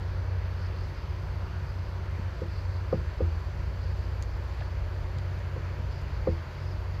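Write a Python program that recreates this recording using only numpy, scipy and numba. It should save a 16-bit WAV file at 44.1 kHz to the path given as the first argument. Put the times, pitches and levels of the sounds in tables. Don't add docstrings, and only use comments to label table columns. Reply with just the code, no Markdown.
import sys
import numpy as np
from scipy import signal
from scipy.fft import rfft, irfft
from scipy.io import wavfile
from scipy.ndimage import uniform_filter1d
from numba import njit

SR = 44100
rng = np.random.default_rng(int(sys.argv[2]) if len(sys.argv) > 2 else 0)


def store_pcm(level_fs):
    pcm = np.round(np.clip(level_fs, -1, 1) * 32767).astype(np.int16)
    wavfile.write(sys.argv[1], SR, np.atleast_2d(pcm).T)


def amplitude_ratio(level_db):
    exponent = np.asarray(level_db, float) / 20
    return 10 ** exponent


N = 308700


def unit(x):
    return x / np.sqrt(np.mean(x ** 2))


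def curves(table):
    time_s, *columns = np.transpose(table)
    return [np.interp(np.arange(N) / SR, time_s, column) for column in columns]


def walk(rate_hz):
    hold = int(SR / rate_hz)
    held = np.repeat(rng.standard_normal(N // hold + 1), hold)
    return 0.94 * uniform_filter1d(uniform_filter1d(held, hold), hold)[:N]


@njit
def svf(x, hz, width_hz):
    y, band, low = np.empty(len(x)), 0., 0.
    for i in range(len(x)):
        g, k = np.tan(np.pi * hz[i] / SR), width_hz / hz[i]
        v = (band + g * (x[i] - low)) / (1 + g * (g + k))
        band, low, y[i] = 2 * v - band, low + 2 * g * v, k * v
    return y


def resonate_twice(x, hz, width_hz):
    return unit(svf(svf(x, hz, 1. * width_hz), hz, 1. * width_hz))


def hiss(hz, width_hz):
    return resonate_twice(rng.standard_normal(N), hz * np.ones(N), width_hz)


def coloured(spectrum, flicker_db, rate_hz):
    hz = np.maximum(np.fft.rfftfreq(N, 1 / SR), 1)
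    f, db = np.transpose(spectrum)
    colour = amplitude_ratio(np.interp(np.log(hz), np.log(f), db)) * np.sqrt(SR / 2)
    noise = rfft(rng.standard_normal(N)) * colour
    half_octave = 2 * np.log2(hz)
    first, last = int(2 * np.log2(f[0])), int(2 * np.log2(min(f[-1], SR / 2))) + 1
    out = 0
    for band in range(first, last + 1):
        share = np.maximum(1 - abs(half_octave - band), 0)
        out = out + irfft(noise * share, N) * amplitude_ratio(flicker_db * walk(rate_hz))
    return out


def ring(modes, push, length_s):
    t = np.arange(int(length_s * SR)) / SR
    tones = 0
    for hz, db, t60_s, polarity in modes:
        decay = np.exp(-np.log(1000) * t / t60_s)
        tones = tones + polarity * amplitude_ratio(db) * np.sin(2 * np.pi * hz * t) * decay
    return np.convolve(tones, push / push.sum())


def crack(hz, width_hz, rattle_ms, chance):
    x = .4 * chance * np.exp(-1000 * np.arange(len(chance)) / SR / rattle_ms)
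    x[0] = 1.5
    for _ in range(3):
        x = svf(x, np.full(len(x), 1. * hz), 1.6 * width_hz)
    return x / abs(x).max()


def add(out, start_s, x):
    i = int(start_s * SR)
    out[i:i + len(x)] += x[:N - i]


def engine():
    # time_s, shaft_hz
    shaft = [(0, 15.24), (1.5, 15.22), (2.5, 15.19), (3.1, 15.28), (4.5, 15.25), (5.5, 15.19), (7, 15.18)]
    # multiple, level_db, wander_db
    weak_orders = [(2, -66, 3), (3, -50.5, 2), (5, -52, 3.5), (7, -56, 3), (8, -61, 3), (10, -66, 3),
                   (12, -64, 3), (24, -63, 4)]
    # freq_hz, level_db_per_hz
    rumble_spectrum = [(20, -72), (33, -67), (40, -54.5), (60, -58), (85, -53.5), (100, -62), (135, -63),
                       (185, -75), (215, -83), (300, -87.5)]
    # time_s, strength_db, lean_db
    air = [(0, -0.5, -2), (.3, 3, -1.5), (.65, 0, -3.5), (1.0, -5, -1.7), (1.3, -1.6, -1.9), (2.3, -2, -2),
           (2.7, -1.5, -4.5), (3.1, 1.2, 3.5), (3.55, -0.2, 1.8), (4.0, 3, 0.8), (4.55, -0.4, 1.5),
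           (4.9, -1.4, -2.5), (5.6, 0.1, -2), (6.0, -0.8, 0.3), (6.7, 0.7, -1.5), (7, -1, -2.5)]
    # knock_s, depth_db
    ducks = [
        (2.927, -4),
        (3.204, -2),
        (6.272, -16),
    ]
    duck_late_s, duck_wide_s = 0.15, 0.15

    t = np.arange(N) / SR
    sway_db, lean_db = curves(air)
    for knock_s, depth_db in ducks:
        sway_db = sway_db + depth_db * np.exp(-((t - knock_s - duck_late_s) / duck_wide_s) ** 2)
    shaft_hz, = curves(shaft)
    turn = 2 * np.pi * np.cumsum(shaft_hz) / SR

    drone = amplitude_ratio(lean_db) * np.sin(4 * turn) + amplitude_ratio(-lean_db) * np.sin(6 * turn + 1.38)
    ninth_db = -55.5 + 1.39 * t + 1.8 * walk(3.35)
    orders = amplitude_ratio(-36 + sway_db) * drone + amplitude_ratio(ninth_db) * np.sin(9 * turn)
    for multiple, db, wander_db in weak_orders:
        level = amplitude_ratio(db + wander_db * walk(3.13))
        orders = orders + level * np.sin(multiple * turn + 1.98 * walk(1.57))
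    rumble = amplitude_ratio(0.12 * sway_db) * coloured(rumble_spectrum, flicker_db=2.0, rate_hz=8.8)
    return np.sqrt(2) * orders + rumble


def stand():
    # start_s, head_db, legs_db, hum_db
    knocks = [(1.984, -47, -44, -55), (2.178, -40.5, -38, -40), (2.417, -27.5, -38, -54),
              (2.926, -16.5, -28, -27.5), (2.958, -39, -36, -28), (2.9935, -43, -49, -29.5),
              (3.204, -21.5, -34, -20), (5.561, -33.5, -46, -36), (5.784, -40, -41, -45),
              (6.271, -17, -29.5, -23.5), (6.2805, -26.5, -52, -44)]
    # freq_hz, level_db, t60_s, polarity
    head_modes = [(267, -11.5, 0.024, 1), (335.2, -14, 0.29, -1.6), (400, 0, 0.058, -0.84),
                  (448, -10, 0.13, -1.46), (516, 7.5, 0.072, 0.64), (572, -6, 0.055, -1.36),
                  (660, -15.5, 0.054, 0.92), (756, -18, 0.069, -1), (905, -11.5, 0.031, 0.27),
                  (1073, -17, 0.033, -1), (1226, -13, 0.054, 0.54)]
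    # freq_hz, level_db, t60_s, polarity
    leg_modes = [(42, -4, .35, 1), (125, -4, .25, 1), (166, 0, .2, -1), (205, -3, .15, 1),
                 (240, -5, .12, -1)]
    # freq_hz, level_db, t60_s, polarity
    hum_mode = [(82.5, 0, .95, -1)]
    soft_tilt_db_per_oct, hard_db, tilt_per_db = -4.5, -23, 1.42

    out = np.zeros(N)
    chances = rng.standard_normal((len(knocks), 3000))
    for (start_s, head_db, legs_db, hum_db), chance in zip(knocks, chances):
        joints = crack(747, 290, 12, chance)
        add(out, start_s, amplitude_ratio(head_db - 18) * joints)
        tilt_db = soft_tilt_db_per_oct + tilt_per_db * max(head_db - hard_db, 0)
        head = [(hz, db + tilt_db * np.log2(hz / 500), t60_s, polarity)
                for hz, db, t60_s, polarity in head_modes]
        add(out, start_s, amplitude_ratio(head_db - 3) * ring(head, np.hanning(30), .4))
        add(out, start_s + .004, amplitude_ratio(legs_db + 2.5) * ring(leg_modes, np.hanning(60), .6))
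        add(out, start_s + 0.01046, amplitude_ratio(hum_db) * ring(hum_mode, np.hanning(160), 1.))
    return out


def clicks():
    # start_s, peak_db, tilt_db_per_oct, rattle_ms
    ticks = [(3.2635, -60, 14, .5), (4.225, -32, 0, .6), (4.227, -53, 4, 11), (4.2313, -43, -10, .4),
             (4.2364, -44, -8, .5), (4.4383, -58, 4, .5), (4.654, -62, 14, .6), (5.185, -39, -12, 1.6),
             (5.385, -63, 12, 12), (6.0165, -52, 6, 3), (6.027, -59, 12, .5)]
    # freq_hz, width_hz, level_db
    shell = [(3500, 1300, -6), (4900, 1300, -3), (6800, 1500, 0), (8700, 2500, -16), (11500, 4000, -15),
             (14000, 3000, -20)]
    # start_s, peak_db, freq_hz, rattle_ms
    creak = [
        (4.6, -42, 1600, 4),
        (4.605, -47, 3700, 2),
        (4.607, -43, 2400, 8),
        (4.611, -35.5, 650, 3),
        (4.611, -43, 3500, 3),
        (4.6195, -38, 1600, 5),
    ]

    out = np.zeros(N)
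    chances = rng.standard_normal((len(ticks), 1200))
    for (start_s, peak_db, tilt_db, rattle_ms), chance in zip(ticks, chances):
        tick = 0
        for k, (hz, width_hz, db) in enumerate(shell):
            gain = (-1) ** k * amplitude_ratio(db + tilt_db * np.log2(hz / 6700))
            tick = tick + gain * crack(hz, width_hz, rattle_ms, chance)
        add(out, start_s, amplitude_ratio(peak_db) * tick / abs(tick).max())
    chances = rng.standard_normal((len(creak), 1200))
    for (start_s, peak_db, hz, rattle_ms), chance in zip(creak, chances):
        add(out, start_s, amplitude_ratio(peak_db) * crack(hz, .35 * hz, rattle_ms, chance))
    return out


def rasps():
    # first_rasp_s, rasp_count, level_db
    phrases = [
        (.63, 3, -60),
        (2.57, 3, -59),
        (3.86, 2, -61),
        (5.95, 3, -61),
    ]
    # middle_s, length_s, level_db
    lone = [
        (.1, .12, -69),
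        (1.4, 0.26, -69),
        (1.687, .08, -64),
        (1.88, 0.11, -66),
        (3.22, .1, -74),
        (4.335, 0.11, -66),
        (4.6, .2, -66),
        (6.653, 0.24, -64.5),
        (6.955, 0.09, -63),
    ]
    gap_s, rasp_s, lead_db, tire_db = 0.182, 0.15, -9.5, -1.6

    sung = []
    for first_s, count, db in phrases:
        for k in range(-1, count):
            change_db = lead_db if k < 0 else k * tire_db
            sung.append((first_s + k * gap_s, rasp_s, db + change_db))
    return sung + lone


def insects():
    # freq_hz, width_hz, level_db, throb_hz
    choirs = [(4520, 920, -64.5, 57), (5150, 480, -77.5, 50), (6060, 1000, -73.5, 31),
              (11830, 600, -84, 40), (11630, 3300, -80, 30)]

    t = np.arange(N) / SR
    stroke = 0
    for middle_s, length_s, db in rasps():
        stroke = stroke + amplitude_ratio(db) * np.exp(-(2.3 * (t - middle_s) / length_s) ** 4)
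    teeth = (rng.random(N) < 3000 / SR) * rng.standard_normal(N)
    wing_hz = 4650 * (1 + 0.043 * walk(8.7))
    out = stroke * resonate_twice(teeth, wing_hz, 1000)
    for hz, width_hz, db, throb_hz in choirs:
        level = amplitude_ratio(db + 0.89 * walk(throb_hz) + 0.45 * walk(1.38))
        out = out + level * hiss(hz, width_hz)
    return out


def crickets():
    # first_pulse_s, pitch_hz, level_db
    chirps = [(.566, 5000, -66), (1.097, 5000, -61), (1.70, 4980, -59), (2.513, 5000, -59),
              (3.182, 5000, -61), (3.868, 5000, -65), (4.633, 4980, -61), (5.283, 5000, -62),
              (5.92, 5000, -63), (6.63, 4990, -58), (3.313, 4640, -61), (3.775, 4630, -61),
              (4.557, 4600, -61), (6.22, 4620, -59)]
    gap_s, pulse_s, sag_share = .0455, .016, 0.026

    out, u = np.zeros(N), np.linspace(0, 1, int(pulse_s * SR))
    chances = rng.standard_normal((len(chirps), 3))
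    for (first_s, hz, db), chance in zip(chirps, chances):
        pitch_hz = hz * (1 + sag_share * (.5 - u))
        pulse = np.sin(np.pi * u) * np.sin(2 * np.pi * np.cumsum(pitch_hz) / SR)
        for k, c in enumerate(chance):
            add(out, first_s + k * gap_s - pulse_s / 2, amplitude_ratio(db + 1.5 * c) * pulse)
    return out


def roar():
    # freq_hz, level_db
    roar_spectrum = [(120, -8), (200, 1), (219, -7.5), (298, -4.5), (327, -3), (365, -6), (506, -2),
                     (554, -1), (755, -7), (1510, -7), (2400, -13.5), (3480, -20.5), (4580, -24.5),
                     (8040, -40.5), (11600, -45.5), (15500, -42.5)]
    # freq_hz, width_hz, level_db
    stack = [(366.4, 52, -59), (445, 155, -60.5), (961, 240, -57)]
    # time_s, freq_hz, level_db
    bounce = [(0, 527, -59), (2, 530, -77), (4, 603, -61.5), (5.5, 588, -57.5), (7, 626, -59.5)]
    # time_s, freq_hz, level_db
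    blower = [(0, 7500, -88), (2.5, 7480, -81), (3.5, 7270, -79.5), (5, 7100, -79), (7, 6900, -79)]

    out = amplitude_ratio(-47) * unit(coloured(roar_spectrum, flicker_db=1.45, rate_hz=9.5))
    for hz, width_hz, db in stack:
        level = amplitude_ratio(db + 0.88 * walk(4.42))
        out = out + level * hiss(hz * (1 + 0.012 * walk(1.055)), width_hz)
    bounce_hz, bounce_db = curves(bounce)
    out = out + amplitude_ratio(bounce_db + 0.5 * walk(1.8)) * hiss(bounce_hz, 72)
    blower_hz, blower_db = curves(blower)
    return out + amplitude_ratio(blower_db) * hiss(blower_hz, 600)


def scene():
    return (engine() + stand() + clicks() + insects() + crickets() + roar())[None]


def band_limit(x):
    return signal.sosfilt(signal.butter(12, 15640, fs=SR, output="sos"), x)


def record(dry):
    bass_cut = signal.butter(2, 25, "high", fs=SR, output="sos")
    top_cut = signal.ellip(8, .2, 60, 15750, fs=SR, output="sos")
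    cut = signal.sosfilt(top_cut, signal.sosfilt(bass_cut, dry))
    return band_limit(cut)


dry = scene()
out = record(dry)
store_pcm(out)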